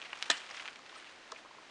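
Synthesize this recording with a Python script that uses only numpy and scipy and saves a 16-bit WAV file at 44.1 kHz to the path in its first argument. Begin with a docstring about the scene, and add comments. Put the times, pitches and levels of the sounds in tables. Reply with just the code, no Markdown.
"""A bicycle gives a loud metallic clack, like a gear change, as it rolls along a paved road.
Two sharp clicks lead up to it; then metal parts snap home, bounce and set the frame ringing.
The chain rattles over the sprockets and settles, with a few more clicks along the way.
We listen from a camera just above the handlebar. Its plastic mount knocks now and then
over a faint hiss of tyres and wind."""
import sys
import numpy as np
from scipy import signal
from scipy.fft import rfft, irfft
from scipy.io import wavfile
from scipy.ndimage import uniform_filter1d

SR = 44100
rng = np.random.default_rng(int(sys.argv[2]) if len(sys.argv) > 2 else 0)


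def generate_wav(signal):
    """Clip the signal to [-1, 1] and save it as 16-bit WAV at the path in sys.argv[1]."""
    frames = np.transpose(np.atleast_2d(signal))
    scaled = np.clip(frames, -1, 1) * 32767
    pcm = np.round(scaled).astype(np.int16)
    wavfile.write(sys.argv[1], SR, pcm)


N = 74970  # 1.7 seconds

# The hits in the clack. Each row: start in seconds, level in dB, length in seconds, pitch and width in Hz.
CLACK_HITS = [(0.2994, -33, 0.005, 640, 600), (.3010, -25.5, 0.0078, 3650, 560),
              (0.3007, -32.5, 0.018, 7100, 2400), (.3028, -30.5, 0.013, 5800, 2200),
              (0.3031, -29.5, 0.0099, 1500, 800), (0.3114, -40, .016, 3400, 1200),
              (.3120, -38.5, 0.011, 7500, 1600), (.3140, -31.5, 0.014, 3300, 1900),
              (0.3173, -41, 0.03, 1750, 1600), (0.328, -48, 0.08, 1490, 790.7)]
# The metal's ringing tones. Each row: pitch in Hz, relative level in dB, fade time in seconds.
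METAL_TONES = [(185, -14, .2), (290, -14, .13), (430, -17, .05), (682, -5, .075), (1252, -3, .06),
               (1780, 0, .1), (1852, -2, .08), (2013, -18, .4), (2448, -9, .1), (2849, -17, .4),
               (2983, -5, .11), (3048, -17, .3), (3160, -10, .06), (3370, -8, .1), (3512, -5, .055),
               (3588, -2, .075), (3760, -6, .04), (3977, -6, .06), (4119, -3, .065), (4970, -10, .05),
               (5503, -6, .06), (6300, -10, .04), (6918, -6, .055), (7757, -4, .045)]
# The tone of the shimmer after the clack. Each row: frequency in Hz, relative level in dB.
SHIMMER_SHAPE = [(200, -33), (400, -10), (1000, 2), (1800, 5.5), (2300, 2), (3000, 5.5), (4200, 0),
                 (6000, -11), (8300, -3.5), (10500, -21)]
# Sharp clicks. Each row: start in seconds, level in dB, pitch and width in Hz, tail in dB against the hit.
SHARP_CLICKS = [(0.0237, -46.5, 2620, 2200, 6), (0.1308, -39, 1560, 1500, -2.5),
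                (0.1309, -41.5, 2680, 450, -10), (0.2258, -32, 3070, 3000, -5.5),
                (.5175, -67, 1866, 1480, -3), (.5972, -46, 2191, 1700, -1), (.6563, -43.5, 2250, 1500, -7),
                (0.678, -41, 2440, 1600, -4.5), (0.6842, -42.5, 2030, 1200, -5),
                (0.7587, -49.5, 2934, 2800, -3), (0.863, -52.5, 3070, 2400, -2),
                (1.045, -54.5, 2400, 2000, -11)]
# The tone of the running chain. Each row: frequency in Hz, relative level in dB.
CHAIN_SHAPE = [(200, -28), (500, -2.5), (1300, 2.5), (2900, 1), (4000, -4.5), (6000, -9.5), (9500, -13.5),
               (11000, -33)]
# How loud the running chain is. Each row: time in seconds, level in dB.
CHAIN_LOUDNESS = [(0, -50.5), (.12, -51.5), (.28, -47), (.44, -51), (.6, -46), (.71, -52.5), (.8, -62),
                  (.93, -55), (.98, -50.5), (1.03, -56), (1.08, -52.5), (1.17, -59), (1.33, -60),
                  (1.39, -54), (1.45, -69), (1.7, -61.5)]
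# Chain rattles. Each row: start in seconds, level in dB, length in seconds, pitch and width in Hz.
CHAIN_RATTLES = [(0.0155, -44, 0.0036, 2620, 2180), (0.045, -43.5, 0.026, 2300, 2600),
                 (.101, -50.5, .011, 2300, 1990), (.159, -53, 0.0054, 1791, 1946),
                 (0.185, -55.5, 0.012, 5050, 4570), (0.242, -52, 0.0057, 3650, 4000),
                 (0.253, -45.5, 0.021, 2750, 2800), (0.366, -45, 0.02105, 4740, 4030),
                 (0.415, -51, 0.0076, 2000, 2500), (0.505, -43.5, 0.015, 1390, 1600),
                 (.508, -49, 0.0091, 5270, 1600), (0.537, -45.5, 0.018, 1820, 2000),
                 (0.54, -51.5, 0.017, 4252, 4560), (0.566, -52, 0.0048, 5630, 2600),
                 (0.568, -41, 0.017, 2280, 1890), (0.598, -46.5, 0.014, 2280, 1970),
                 (0.62, -54, 0.014, 2396, 1990), (0.657, -52, 0.0044, 2830, 2139),
                 (.683, -62, 0.01258, 2780, 3000), (0.892, -52.5, .009, 2470, 4000),
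                 (0.95, -52.5, 0.017, 2941, 4500), (0.964, -56, 0.037, 8700, 1010),
                 (1.05, -52, 0.05, 2680, 700), (1.358, -48.5, .015, 2500, 900)]
# Knocks of the camera mount. Each row: start in seconds, level in dB, pitch and width in Hz,
# bright edge in dB against the knock.
MOUNT_KNOCKS = [(0.791, -54.5, 1310, 300, -4.5), (.925, -50.5, 977.5, 300, -24), (.956, -49, 1280, 90, -18),
                (1.3178, -52.5, 1150, 700, 0), (1.3201, -40.5, 1130, 526, -5.5),
                (1.3240, -47.5, 560, 250, -18), (1.449, -53, 1140, 500, -27), (1.457, -51.5, 970, 350, -25),
                (1.510, -51.5, 970, 240, -24), (1.547, -56, 1060, 600, -17), (1.585, -52, 1080, 700, -19)]
# The mount's ringing tones. Each row: pitch in Hz, relative level in dB, fade time in seconds.
MOUNT_TONES = [(490, -4, .05), (640, -5, .05), (1065, 0, .03), (1300, -4, .035), (1740, -8, .06)]
# The tone of tyres and wind. 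Each row: frequency in Hz, relative level in dB.
HISS_SHAPE = [(25, -11.5), (60, -15), (130, -10), (190, -7), (290, 0), (450, -2), (800, -0.5), (1250, -1.5),
              (2000, -1.5), (3000, -5.5), (4300, -8), (6000, -13.5), (8500, -17.5), (10000, -23),
              (11000, -28)]
# How the microphone softens the treble. Each row: frequency in Hz, gain in dB.
MIC_SHAPE = [(6500, -1.5), (8200, -6), (10000, -7.5), (10800, -15.5)]


def gear_clack():
    """Metal parts snap home and bounce; the frame rings and a fine shimmer dies away."""
    hits = 0
    for start, db, length, hz, width in CLACK_HITS:
        hits += at(burst_level(band(chatter(length), hz, width), db), start)
    shimmer = burst_level(shape_tone(chatter(fade_s=0.39), SHIMMER_SHAPE), db=-31)
    ring = burst_level(ringing(METAL_TONES), db=-23.5)
    return hits + at(ring + shimmer, start_s=0.3018)


def clicks():
    """Small parts are hit once: each gives a dry snap with a short tail and a little low body."""
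    out = 0
    for start, db, hz, width, tail_db in SHARP_CLICKS:
        hit = hard_hit(fade_s=0.037, tail_db=tail_db, gap_s=0.0015)
        snap = burst_level(small_part(hit, hz, width), db)
        body = burst_level(band(chatter(fade_s=0.023), hz=990, width=800), db - 22)
        out += at(snap + body, start)
    return out


def chain():
    """Links tick densely over the sprockets and rattle in short flurries that swell and fade."""
    t = np.arange(N) / SR
    ticks = rng.standard_normal(N) * gain(3 * wobble(rate_hz=700))
    loudness_db = np.interp(t, *np.array(CHAIN_LOUDNESS).T)
    out = steady_level(shape_tone(ticks, CHAIN_SHAPE), 0) * gain(loudness_db)
    for start, db, length, hz, width in CHAIN_RATTLES:
        swell = t / length * np.exp(-np.pi * (t / length) ** 2) + 1e-12
        flurry = rng.standard_normal(N) * swell * gain(2.5 * wobble(rate_hz=916))
        out += at(burst_level(small_part(flurry, hz, width), db), start)
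    return out


def mount_knocks():
    """The plastic mount knocks hollowly with a brief bright edge; each knock favours different tones."""
    out = 0
    for start, db, hz, width, edge_db in MOUNT_KNOCKS:
        hit = hard_hit(fade_s=0.046, tail_db=-4, gap_s=0.00091)
        ring = burst_level(ringing(MOUNT_TONES), db=-8)
        knock = burst_level(small_part(hit + ring, hz, width), db)
        edge = band(chatter(fade_s=0.01), hz=4300, width=2500)
        out += at(knock + burst_level(edge, db + edge_db), start)
    return out


def tyres_and_wind():
    """Rolling tyres and passing air make a soft, steady hiss."""
    return steady_level(shape_tone(rng.standard_normal(N), HISS_SHAPE), db=-55)


def hard_hit(fade_s, tail_db, gap_s):
    """One hard contact, then a tail of chatter after a tiny gap."""
    hit = burst_level(signal.unit_impulse(N), 0)
    return hit + at(burst_level(chatter(fade_s), tail_db), gap_s)


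def chatter(fade_s):
    """Fading noise stands for a dying flurry of tiny contacts."""
    return rng.standard_normal(N) * fade(fade_s)


def ringing(tones):
    """A struck object rings with several pure tones, each fading at its own speed."""
    t = np.arange(N) / SR
    return sum(gain(db) * fade(fade_s) * np.sin(2 * np.pi * (hz * t + rng.random()))
               for hz, db, fade_s in tones)


def small_part(x, hz, width):
    """A small, damped part sounds around one pitch, and its treble falls away quickly."""
    bright = band(x, hz, width)
    top_hz = min(hz + 0.7 * width, SR / 3)
    dull = signal.sosfiltfilt(signal.butter(3, top_hz, fs=SR, output="sos"), bright, padtype=None)
    leak = gain(-10)  # some treble still gets through
    return (1 - leak) * dull + leak * bright


def cut_bass(x, below_hz):
    """Small parts give off no bass, so filter it out."""
    high_pass = signal.butter(2, below_hz, "high", fs=SR, output="sos")
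    return signal.sosfilt(high_pass, signal.sosfilt(high_pass, x))


def band(x, hz, width):
    """Keep a range about `width` Hz wide around one pitch; filtering twice makes its sides steeper."""
    g = np.tan(np.pi * min(hz / SR, 0.45))  # tuning
    k = 1.55 * width / hz  # damping
    b = [g * k, 0, -g * k]
    a = [1 + g * k + g * g, 2 * (g * g - 1), 1 - g * k + g * g]
    return signal.lfilter(b, a, signal.lfilter(b, a, x))


def shape_tone(x, points):
    """Turn frequencies up or down along a curve of (Hz, dB) points."""
    hz, db = np.array(points, float).T
    freqs = np.maximum(np.arange(N + 1) * SR / (2 * N), 1)
    curve = gain(np.interp(np.log(freqs), np.log(hz), db))
    # Fold the filter forward in time, so nothing sounds before its hit.
    cepstrum = irfft(np.log(curve))
    cepstrum[1:N] *= 2
    cepstrum[N + 1:] = 0
    return irfft(rfft(x, 2 * N) * np.exp(rfft(cepstrum)))[:N]


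def wobble(rate_hz):
    """A smooth random wiggle, typically about 1 in size."""
    hold = int(SR / rate_hz)
    steps = np.repeat(rng.standard_normal(N // hold + 1), hold)
    smooth = uniform_filter1d(uniform_filter1d(steps, hold), hold)[:N]
    return smooth / smooth.std()


def fade(fade_s):
    """A curve that drops by 60 dB over the fade time."""
    return gain(-60 * np.arange(N) / SR / fade_s) + 1e-12


def gain(db):
    """Turn decibels into a number to multiply by."""
    return 10 ** (np.asarray(db) / 20)


def steady_level(x, db):
    """Set a steady sound's average (rms) level."""
    return x * gain(db) / np.sqrt(np.mean(x ** 2))


def burst_level(x, db):
    """Give a short sound the energy of 0.01 seconds at this level."""
    return x * gain(db) / np.sqrt(np.sum(x ** 2) / (0.01 * SR))


def at(x, start_s):
    """Delay a sound until its start time."""
    return np.concatenate([np.zeros(int(start_s * SR)), x])[:N]


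def scene():
    """The whole bicycle, mixed into one channel."""
    impacts = cut_bass(gear_clack() + clicks() + mount_knocks(), below_hz=264)
    return (impacts + chain() + tyres_and_wind())[None]


def record(dry):
    """The microphone softens the treble, and the camera cuts off everything above 10600 Hz."""
    low_pass = signal.ellip(10, 0.2, 80, 10600, fs=SR, output="sos")
    return signal.sosfilt(low_pass, shape_tone(dry[0], MIC_SHAPE))[None]


dry = scene()
out = record(dry)
generate_wav(out)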